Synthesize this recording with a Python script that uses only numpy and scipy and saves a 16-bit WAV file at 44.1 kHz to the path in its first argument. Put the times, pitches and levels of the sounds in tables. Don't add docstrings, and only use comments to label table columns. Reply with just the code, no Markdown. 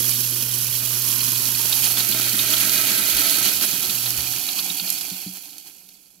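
import sys
import numpy as np
from scipy import signal
from scipy.fft import rfft, irfft
from scipy.io import wavfile

SR = 44100
rng = np.random.default_rng(int(sys.argv[2]) if len(sys.argv) > 2 else 0)


def digitize_waveform(pressure):
    field = np.atleast_2d(pressure).T
    bounded = np.clip(field, -1, 1)
    quanta = np.round(bounded * 32767).astype(np.int16)
    wavfile.write(sys.argv[1], SR, quanta)


N = 273420
T, HZ = np.arange(N) / SR, np.fft.rfftfreq(N, 1 / SR)

# [t/s, level/dB]
JET = [(0, -22.5), (0.3, -26.5), (0.96, -25.9), (1.06, -24), (1.5, -25), (1.82, -23), (2.05, -25),
       (2.6, -23), (3.3, -23), (4.0, -27.5), (4.88, -31)]
# [t/s, share into drain/0-1, share of the rest meeting standing water/0-1]
AIM = [(0, 0.05, 0.03), (1.65, 0.18, 0.06), (2.1, 0.69, 0.4), (3.0, 0.91, 0), (3.3, 0.79, 0.76),
       (3.9, 0.44, 0.39), (4.5, 0.04, 0.89), (6.2, 0.05, 0.97)]
# [t/s, lift/dB]
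GUSHES = [(1.725, 1), (1.855, 3), (1.995, 2), (2.53, 2.5), (2.81, 0), (3.21, 1.5), (3.47, 2.5), (3.635, 4),
          (3.845, 1.5), (3.91, 0), (4.075, 1.5), (4.19, 3), (4.59, 2.5), (5.18, 3), (5.365, 3.5),
          (5.68, 4.5)]
# [floor level/dB, dry-floor extra/dB, drain extra/dB, pool extra/dB, share of gush lift/1, fade/(dB/s)]
SPRAY_LAW = (0.36, 0.27, 0.1, 0.39, 0.76, 19.3)
SPLASH_LAW = (-6, -0.4, 3, 4, 0.92, 24.5)
DRUM_LAW = (-21.5, 3, 7, 3, 1.07, 19)
CHURN_LAW = (-19, -3.5, 9.5, 2, 1.34, 23.5)
# [f/Hz, relative level/dB]
SPRAY_SPECTRUM = [(4120, -16), (7000, -10.5), (8830, -10.5), (9910, -8), (11600, 2), (12700, -4.5),
                  (13800, -3), (15100, -7), (15700, -10), (16200, -47)]
# [f/Hz, relative level/dB]
SPLASH_ON_FLOOR = [(1180, -34), (2000, -6), (2050, -18), (2410, 0), (2610, -3.5), (3260, 2), (3530, 3.5),
                   (4510, 1.5), (5550, 3), (5920, 0), (6640, 1), (8000, -7), (10400, -28), (17600, -120)]
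# [f/Hz, relative level/dB]
SPLASH_IN_DRAIN = [(1180, -36), (2000, -12.5), (2160, -26), (2480, 1.5), (2780, -4), (3050, -0.5),
                   (3830, 0), (4180, 3), (5710, -7.5), (6380, -2), (8000, -8), (10400, -42), (17600, -120)]
# [f/Hz, relative level/dB]
SPLASH_IN_POOL = [(1180, -39), (2000, -18.5), (2090, -11), (2340, 1), (2540, 1), (2880, -4), (3410, 3),
                  (3700, -6), (4060, 2), (4330, 4), (5120, -1.5), (5620, -4.5), (6920, -1.5), (8000, -8),
                  (10400, -39), (17600, -120)]
# [f/Hz, relative level/dB]
CHURN_ON_FLOOR = [(290, -33), (500, -15), (661, 0.5), (739, -13), (890, 2), (1730, 0.5), (1880, -0.5),
                  (2040, -2), (2200, -6), (2860, -22), (4840, -120)]
# [f/Hz, relative level/dB]
CHURN_IN_DRAIN = [(290, -54), (500, -16), (532, -23), (573, 0.5), (657, -4), (730, -7), (884, -6),
                  (1070, -12), (1240, -6), (1270, -0.5), (1330, 2), (1430, 0.5), (1550, -2), (1700, -3.5),
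                  (2200, 0), (2860, -38), (4840, -120)]
# [f/Hz, relative level/dB]
CHURN_IN_POOL = [(290, -39), (500, -15), (545, -2.5), (617, -15), (661, -2.5), (762, 5), (935, -6.5),
                 (1050, -3), (1160, -16), (1340, -3.5), (1910, -8), (2090, -31), (2200, -12), (2860, -21),
                 (4840, -120)]
# [f/Hz, relative level/dB]
DRUM_ON_FLOOR = [(88, -40), (150, -11.5), (199, -4), (258, 4), (301, -18), (359, 2.5), (414, -22.5),
                 (461, -5.5), (520, -10.5), (680, -24), (1140, -120)]
# [f/Hz, relative level/dB]
DRUM_IN_DRAIN = [(88, -35), (150, -11), (200, 8.5), (237, -4.5), (280, 7), (312, 4.5), (429, 1.5),
                 (520, -16), (680, -56), (1140, -120)]
# [f/Hz, relative level/dB]
DRUM_IN_POOL = [(88, -28), (150, -9.5), (178, -3.5), (237, -14.5), (284, 4), (339, -4), (414, -7),
                (459, -22), (499, -14), (520, -12), (680, -38), (1140, -120)]
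# [f/Hz, width/Hz, relative level/dB]
CHAMBER_MODES = [(288.7, 18, -45), (652.6, 21, -44.5), (1301, 12, -41), (1566, 60, -40), (1980, 200, -42.5),
                 (2277, 29, -38), (2450, 50, -37.5), (2640, 50, -55), (3200, 46, -41), (4420, 130, -42.5)]
# [t/s, level/dB]
HUM = [(0, -36.5), (1.55, -39.5), (1.75, -42.5), (2.3, -40.5), (2.8, -45.5), (3.08, -51), (3.9, -50),
       (4.06, -39.5), (4.38, -48)]
# [multiple of shaft speed/1, level/dB]
WHINE_ORDERS = [(3, -74), (4, -72), (4.5, -58), (5, -61), (6, -61), (7.5, -67.5), (8, -91), (11, -67.5),
                (15, -65), (20, -62), (23, -64), (25, -60)]
# [f/Hz, relative level/dB]
RUMBLE_SPECTRUM = [(20, -20), (40, -17), (57, -3), (85, -6.5), (130, 1.5), (170, -4.5), (260, -9.5)]
# [f/Hz, relative level/dB]
ROOM_SPECTRUM = [(20, -4), (60, -6), (140, -10), (188, 11.5), (240, -9), (310, -6), (420, -10), (800, -11),
                 (1200, -39), (4000, -28), (16000, -46)]
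# [t/s, level before offsets/dB, initial pitch f/Hz]
BUBBLES = [(1.207, -15, 4340), (1.3575, -18.5, 4060), (1.5468, -16, 4340), (1.725, -9, 3780),
           (1.8592, -21, 4600), (1.9704, -15, 3470), (1.9959, -13, 4600), (2.0039, -13.5, 3940),
           (2.121, -14, 4420), (2.391, -11, 3710), (2.5367, -14, 3260), (2.5674, -11.5, 4060),
           (3.1278, -14.5, 4560), (3.8417, -18, 4190), (3.896, -14.5, 4180), (4.0597, -14, 4000),
           (4.487, -13.5, 3990), (4.59, -13, 4300), (4.7007, -16.5, 3740), (4.7963, -15.5, 4470),
           (4.8733, -23, 4130), (4.9766, -19.5, 5030), (5.01, -19.5, 5120), (5.1003, -23, 4800),
           (5.1647, -30, 4500), (5.8883, -38, 4420)]
# [f/Hz, relative level/dB]
PLOP_SPECTRUM = [(500, -23), (1400, -3.5), (2000, -22), (2400, 4.5), (4400, 6), (5500, -4), (7500, -21),
                 (10000, -12)]
# [t/s, f/Hz, level/dB]
HOLLOW = [(.8, 1150, -74), (1.099, 1080, -49.5), (1.499, 964, -54.5), (1.87, 791, -49), (2.05, 676, -52),
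          (2.3, 630, -80)]
# [t/s, level before offset/dB]
SLAPS = [(1.02, -15), (1.117, -11), (1.24, -14), (1.695, -12), (2.09, -14), (4.105, -12), (4.168, -26),
         (4.645, -18), (4.902, -7.5), (4.923, -18), (5.01, -17), (5.582, -24), (5.889, -35)]
# [f/Hz, relative level/dB]
SLAP_SPECTRUM = [(1000, -30), (2500, -20), (4400, 0.5), (7000, 1), (9000, -5.5), (11500, 10.5),
                 (12700, 3.5), (14000, -8), (16000, -20)]
# [t/s, level before offset/dB, f/Hz]
THUMPS = [(1.44, -40, 56), (3.14, -32, 55.3), (4.17, -31, 66)]
# [t/s, level/dB, factor on pipe pitch/1]
GLUGS = [(2.09, -29.5, 1.2), (2.33, -28.5, 1.18), (3.292, -38, 0.78), (3.728, -32.5, 0.96),
         (3.89, -30.5, 1.05), (4.62, -42, 1), (4.698, -36, 0.96), (4.817, -32.5, .98), (4.915, -41, 0.99),
         (5.116, -31.5, 0.99), (5.263, -27, 1)]
# [f/Hz before pitch factor, relative level/dB, t60/s]
PIPE_MODES = [(129, -10, 0.11), (185.4, -1.5, 0.22), (209, -5, 0.084), (286, -6.5, 0.12), (360, -36, 0.073)]
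# [f/Hz, left minus right level/dB]
LEAN = [(100, .8), (500, 1), (900, 2), (1300, 0.5), (1600, 7.5), (2050, 9), (2500, 0.5), (3800, -0.5),
        (4300, -5), (5300, -6), (6000, -19), (9000, -9), (11500, -20.5), (14000, -29), (16000, -7)]
# [f/Hz, correlation/0-1]
ALIKE = [(30, .75), (60, 0.5), (160, 0.75), (270, 0.95), (450, 0.52), (740, 0.61), (1220, 0.61),
         (2000, 0.03), (2500, 0.47), (3600, 0.59), (5500, 0.12), (9000, 0)]

MOTOR_OFF_S, TAP_OFF_S = 4.37, 4.927
MAINS_HZ, SHAFT_HZ = 60.05, 59.47
WETTING_S = 0.81
GUSH_WIDTH_S = 0.017
LULL_LEAD_S, LULL_SHARE = 0.054, 0.28
MIST_HZ, DARKENING_DB_PER_S = 9500, 4.5
BUBBLE_OFFSET_DB, BURST_OFFSET_DB, SLAP_OFFSET_DB, THUMP_OFFSET_DB = 2, -6, -5.5, -5.5
FIZZ_DB = -8
WAVER_DB = 1.5
BAND_LIMIT_HZ = 16150


def amp(db):
    return 10 ** (np.asarray(db) / 20)


def evened(x):
    return x / np.sqrt(np.mean(x ** 2) + 1e-20)


def read(points):
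    hz, value = np.transpose(points)
    return np.interp(np.log(HZ + 1), np.log(hz), value)


def colour(points):
    below = np.minimum((HZ + 1) / points[0][0], 1)
    above = np.minimum(points[-1][0] / (HZ + 1), 1)
    return amp(read(points)) * (below * above) ** 10


def curves(rows):
    s, *columns = np.transpose(rows)
    return [np.interp(T, s, column) for column in columns]


def add(mix, s, sound):
    part = mix[..., round(s * SR):][..., :sound.shape[-1]]
    part += sound[..., :part.shape[-1]]


def wander(slow_hz, fast_hz):
    spectrum = rfft(rng.standard_normal(N))
    band = HZ / (HZ + slow_hz) / (1 + (HZ / fast_hz) ** 2)
    return evened(irfft(spectrum * band, N))


def stereo(pair, gain=1):
    a, b = rfft(pair)
    alike, lean = read(ALIKE), amp(read(LEAN))
    left = lean * (alike * a + np.sqrt(1 - alike ** 2) * b)
    mono_level = np.sqrt(1 + lean ** 2 + 2 * alike * lean) / 2
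    return irfft(np.array([left, a]) * gain / mono_level, N)


def patter(strength, gain):
    pair = stereo(strength * rng.standard_normal((2, N)), gain)
    return pair / np.std(pair.mean(0))


def impacts(per_s, spread_db, ring_s, wash):
    size = amp(spread_db * np.minimum(rng.exponential(1, N), 4.6))
    energy = size ** 2 * (rng.random(N) < per_s / SR)
    energy = signal.lfilter([1], [1, -np.exp(-1 / (ring_s * SR))], energy)
    return np.sqrt(energy / energy.mean() + wash)


def basin(x, t60_s, wet, lag=0):
    t = T[:SR // 4]
    hits = rng.random((2, len(t))) < 1 / 10
    taps = rng.standard_normal((2, len(t))) * hits * amp(-60 * t / t60_s)
    taps *= wet / np.linalg.norm(taps, axis=1, keepdims=True)
    taps[0, 0] = taps[1, lag] = 1
    return signal.oaconvolve(np.atleast_2d(x), taps / np.hypot(1, wet), axes=1)[:, :N]


def landing(strength, floor, drain, pool):
    in_drain, in_pool = curves(AIM)
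    shares = (1 - in_drain) * (1 - in_pool), in_drain, (1 - in_drain) * in_pool
    return sum(np.sqrt(share) * patter(strength, gain) for share, gain in zip(shares, (floor, drain, pool)))


def slug(s):
    return np.maximum(1 - ((T - s) / (2 * GUSH_WIDTH_S)) ** 2, 0) ** 2


def after_tap_s():
    return np.maximum(T - TAP_OFF_S, 0)


def water_db(law, drain_bend=1.5):
    floor_db, dry_db, drain_db, pool_db, gush_share, fade_db_per_s = law
    in_drain, in_pool = curves(AIM)
    place_db = floor_db + dry_db * np.exp(-T / WETTING_S)
    place_db += drain_db * in_drain ** drain_bend + pool_db * (1 - in_drain) * in_pool
    gush_db = sum(db * (slug(s) - LULL_SHARE * slug(s - LULL_LEAD_S)) for s, db in GUSHES)
    return curves(JET)[0] + place_db + gush_share * gush_db - fade_db_per_s * after_tap_s()


def spray(surge, notch_hz=3680, notch_width_hz=130, notch_db=-14):
    shared = impacts(per_s=690, spread_db=1.5, ring_s=0.0022, wash=1.0)
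    fine = shared * impacts(per_s=3900, spread_db=-1.0, ring_s=0.00033, wash=1.6)
    coarse = shared * impacts(per_s=400, spread_db=3.0, ring_s=0.0011, wash=2.4)

    hiss = patter(fine, colour(SPRAY_SPECTRUM)) * amp(water_db(SPRAY_LAW) + 0.28 * surge)
    mist = irfft(rfft(hiss) / (1 + (MIST_HZ / (HZ + 1)) ** 10), N)
    hiss = hiss - mist * (1 - amp(-DARKENING_DB_PER_S * after_tap_s()))

    notch = amp(notch_db / (1 + ((HZ - notch_hz) / notch_width_hz) ** 2))
    floor, pool = colour(SPLASH_ON_FLOOR) * notch, colour(SPLASH_IN_POOL) * notch
    splash = landing(coarse, floor, colour(SPLASH_IN_DRAIN), pool)
    splash = splash * amp(water_db(SPLASH_LAW) + 0.79 * surge)
    return basin(hiss, t60_s=0.027, wet=0.2) + basin(splash, t60_s=0.046, wet=0.52)


def pounding(surge):
    drum_gain = amp(water_db(DRUM_LAW, drain_bend=2.9))
    churn_gain = amp(water_db(CHURN_LAW, drain_bend=3.6))
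    blows = impacts(per_s=500, spread_db=3.5, ring_s=0.0029, wash=0.78) * amp(0.61 * surge)
    drum = landing(blows, colour(DRUM_ON_FLOOR), colour(DRUM_IN_DRAIN), colour(DRUM_IN_POOL))
    churn = landing(blows, colour(CHURN_ON_FLOOR), colour(CHURN_IN_DRAIN), colour(CHURN_IN_POOL))
    ring = sum(amp(db) / np.sqrt(width) / (1 + 2j * (HZ - hz) / width) ** 2
               for hz, width, db in CHAMBER_MODES)
    in_drain = curves(AIM)[0]
    chamber = patter(blows, ring) * churn_gain * (0.28 + in_drain)
    return drum * drum_gain + churn * churn_gain + chamber


def motor(coast_s=0.8, hum_off_s=0.02):
    since_off = np.maximum(T - MOTOR_OFF_S, 0)
    hum_db = curves(HUM)[0] + WAVER_DB * curves(AIM)[0] * wander(4, 7)
    hum = amp(hum_db) * np.exp(-since_off / hum_off_s) * np.sin(2 * np.pi * 2 * MAINS_HZ * T)

    speed = np.exp(-since_off / coast_s)
    turns = np.cumsum(SHAFT_HZ * speed * (1 + 0.0013 * wander(0.65, 5.4))) / SR
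    whine = sum(amp(db + 2 * wander(1, 4.8)) * np.sin(2 * np.pi * (order * turns + rng.random()))
                for order, db in WHINE_ORDERS)
    rumble = patter(1, colour(RUMBLE_SPECTRUM)) * amp(-52.0 + 2 * wander(0.9, 2.2))
    tones = np.sqrt(2) * (hum + whine * speed ** 2) * amp([[.4], [-.4]])
    return tones + rumble * speed ** 2


def room():
    return amp(-67.0) * patter(1, colour(ROOM_SPECTRUM))


def bubble(hz, cycles, rise):
    turns = hz * T[:SR // 20]
    envelope = np.exp(-turns / cycles) * (1 - np.exp(-turns / 2))
    return np.sin(2 * np.pi * turns * (1 + rise * turns / cycles)) * envelope


def bubbles(burst_s=0.0049, attack_s=0.0013):
    fizz, large, bursts = np.zeros((3, N))
    size = amp(3.6 * np.minimum(rng.exponential(1, N), 3)) * (rng.random(N) < 400 / SR)
    pitches_hz = np.geomspace(2400, 5400, num=24)
    kind = rng.integers(0, len(pitches_hz), N)
    for k, hz in enumerate(pitches_hz):
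        ring = np.sqrt(hz) * bubble(hz, cycles=6.7, rise=0.011)
        fizz += signal.oaconvolve(size * (kind == k), ring)[:N]

    t = T[:SR // 20]
    burst = np.exp(-t / burst_s) * (1 - np.exp(-t / attack_s))
    for s, db, hz in BUBBLES:
        add(large, s, amp(db + BUBBLE_OFFSET_DB) * bubble(hz, cycles=7.6, rise=0.003))
        add(bursts, s, amp(db + BURST_OFFSET_DB) * burst)
    plops = stereo(bursts * rng.standard_normal((2, N)), evened(colour(PLOP_SPECTRUM)))
    rings = evened(fizz) * amp(water_db(SPLASH_LAW) + FIZZ_DB) + large
    return plops + stereo(basin(rings, t60_s=0.059, wet=0.92, lag=SR // 2000))


def hollow(width_hz=150):
    s, hz, db = np.transpose(HOLLOW)
    band = irfft(rfft(rng.standard_normal((2, N))) / (1 + (2 * HZ / width_hz) ** 2), N)
    carrier = np.cos(2 * np.pi * np.cumsum(np.interp(T, s, hz)) / SR)
    return evened(stereo(band * carrier)) * np.interp(T, s, amp(db), left=0, right=0)


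def slaps(ring_s=0.0023, tail_s=0.024, tail_db=-18):
    strength = np.zeros(N)
    t = T[:SR // 10]
    snap = np.exp(-t / ring_s) + amp(tail_db) * np.exp(-t / tail_s)
    for s, db in SLAPS:
        add(strength, s, amp(db + SLAP_OFFSET_DB) * snap)
    return stereo(strength * rng.standard_normal((2, N)), evened(colour(SLAP_SPECTRUM)))


def drain_pipe(attack_s=0.002, thump_peak_s=0.0175):
    out, t = np.zeros(N), T[:SR // 2]
    for s, db, pitch in GLUGS:
        ring = sum(amp(level) * 1000 ** (-t / t60) * np.sin(2 * np.pi * hz * pitch * t)
                   for hz, level, t60 in PIPE_MODES)
        add(out, s, amp(db) * ring * (1 - np.exp(-t / attack_s)))
    out = signal.sosfilt(signal.butter(3, 110, "high", fs=SR, output="sos"), out)
    swell = t / thump_peak_s * np.exp(1 - t / thump_peak_s)
    for s, db, hz in THUMPS:
        add(out, s, amp(db + THUMP_OFFSET_DB) * swell * np.sin(2 * np.pi * hz * t))
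    return out * amp([[.4], [-.4]])


def scene():
    surge = wander(2.3, 10.4)
    water = spray(surge) + pounding(surge)
    return water + motor() + room() + bubbles() + hollow() + slaps() + drain_pipe()


def record(dry):
    lowpass = signal.firwin(511, BAND_LIMIT_HZ, window=("kaiser", 9), fs=SR)
    return signal.oaconvolve(dry, lowpass[None], "same")


dry = scene()
out = record(dry)
digitize_waveform(out)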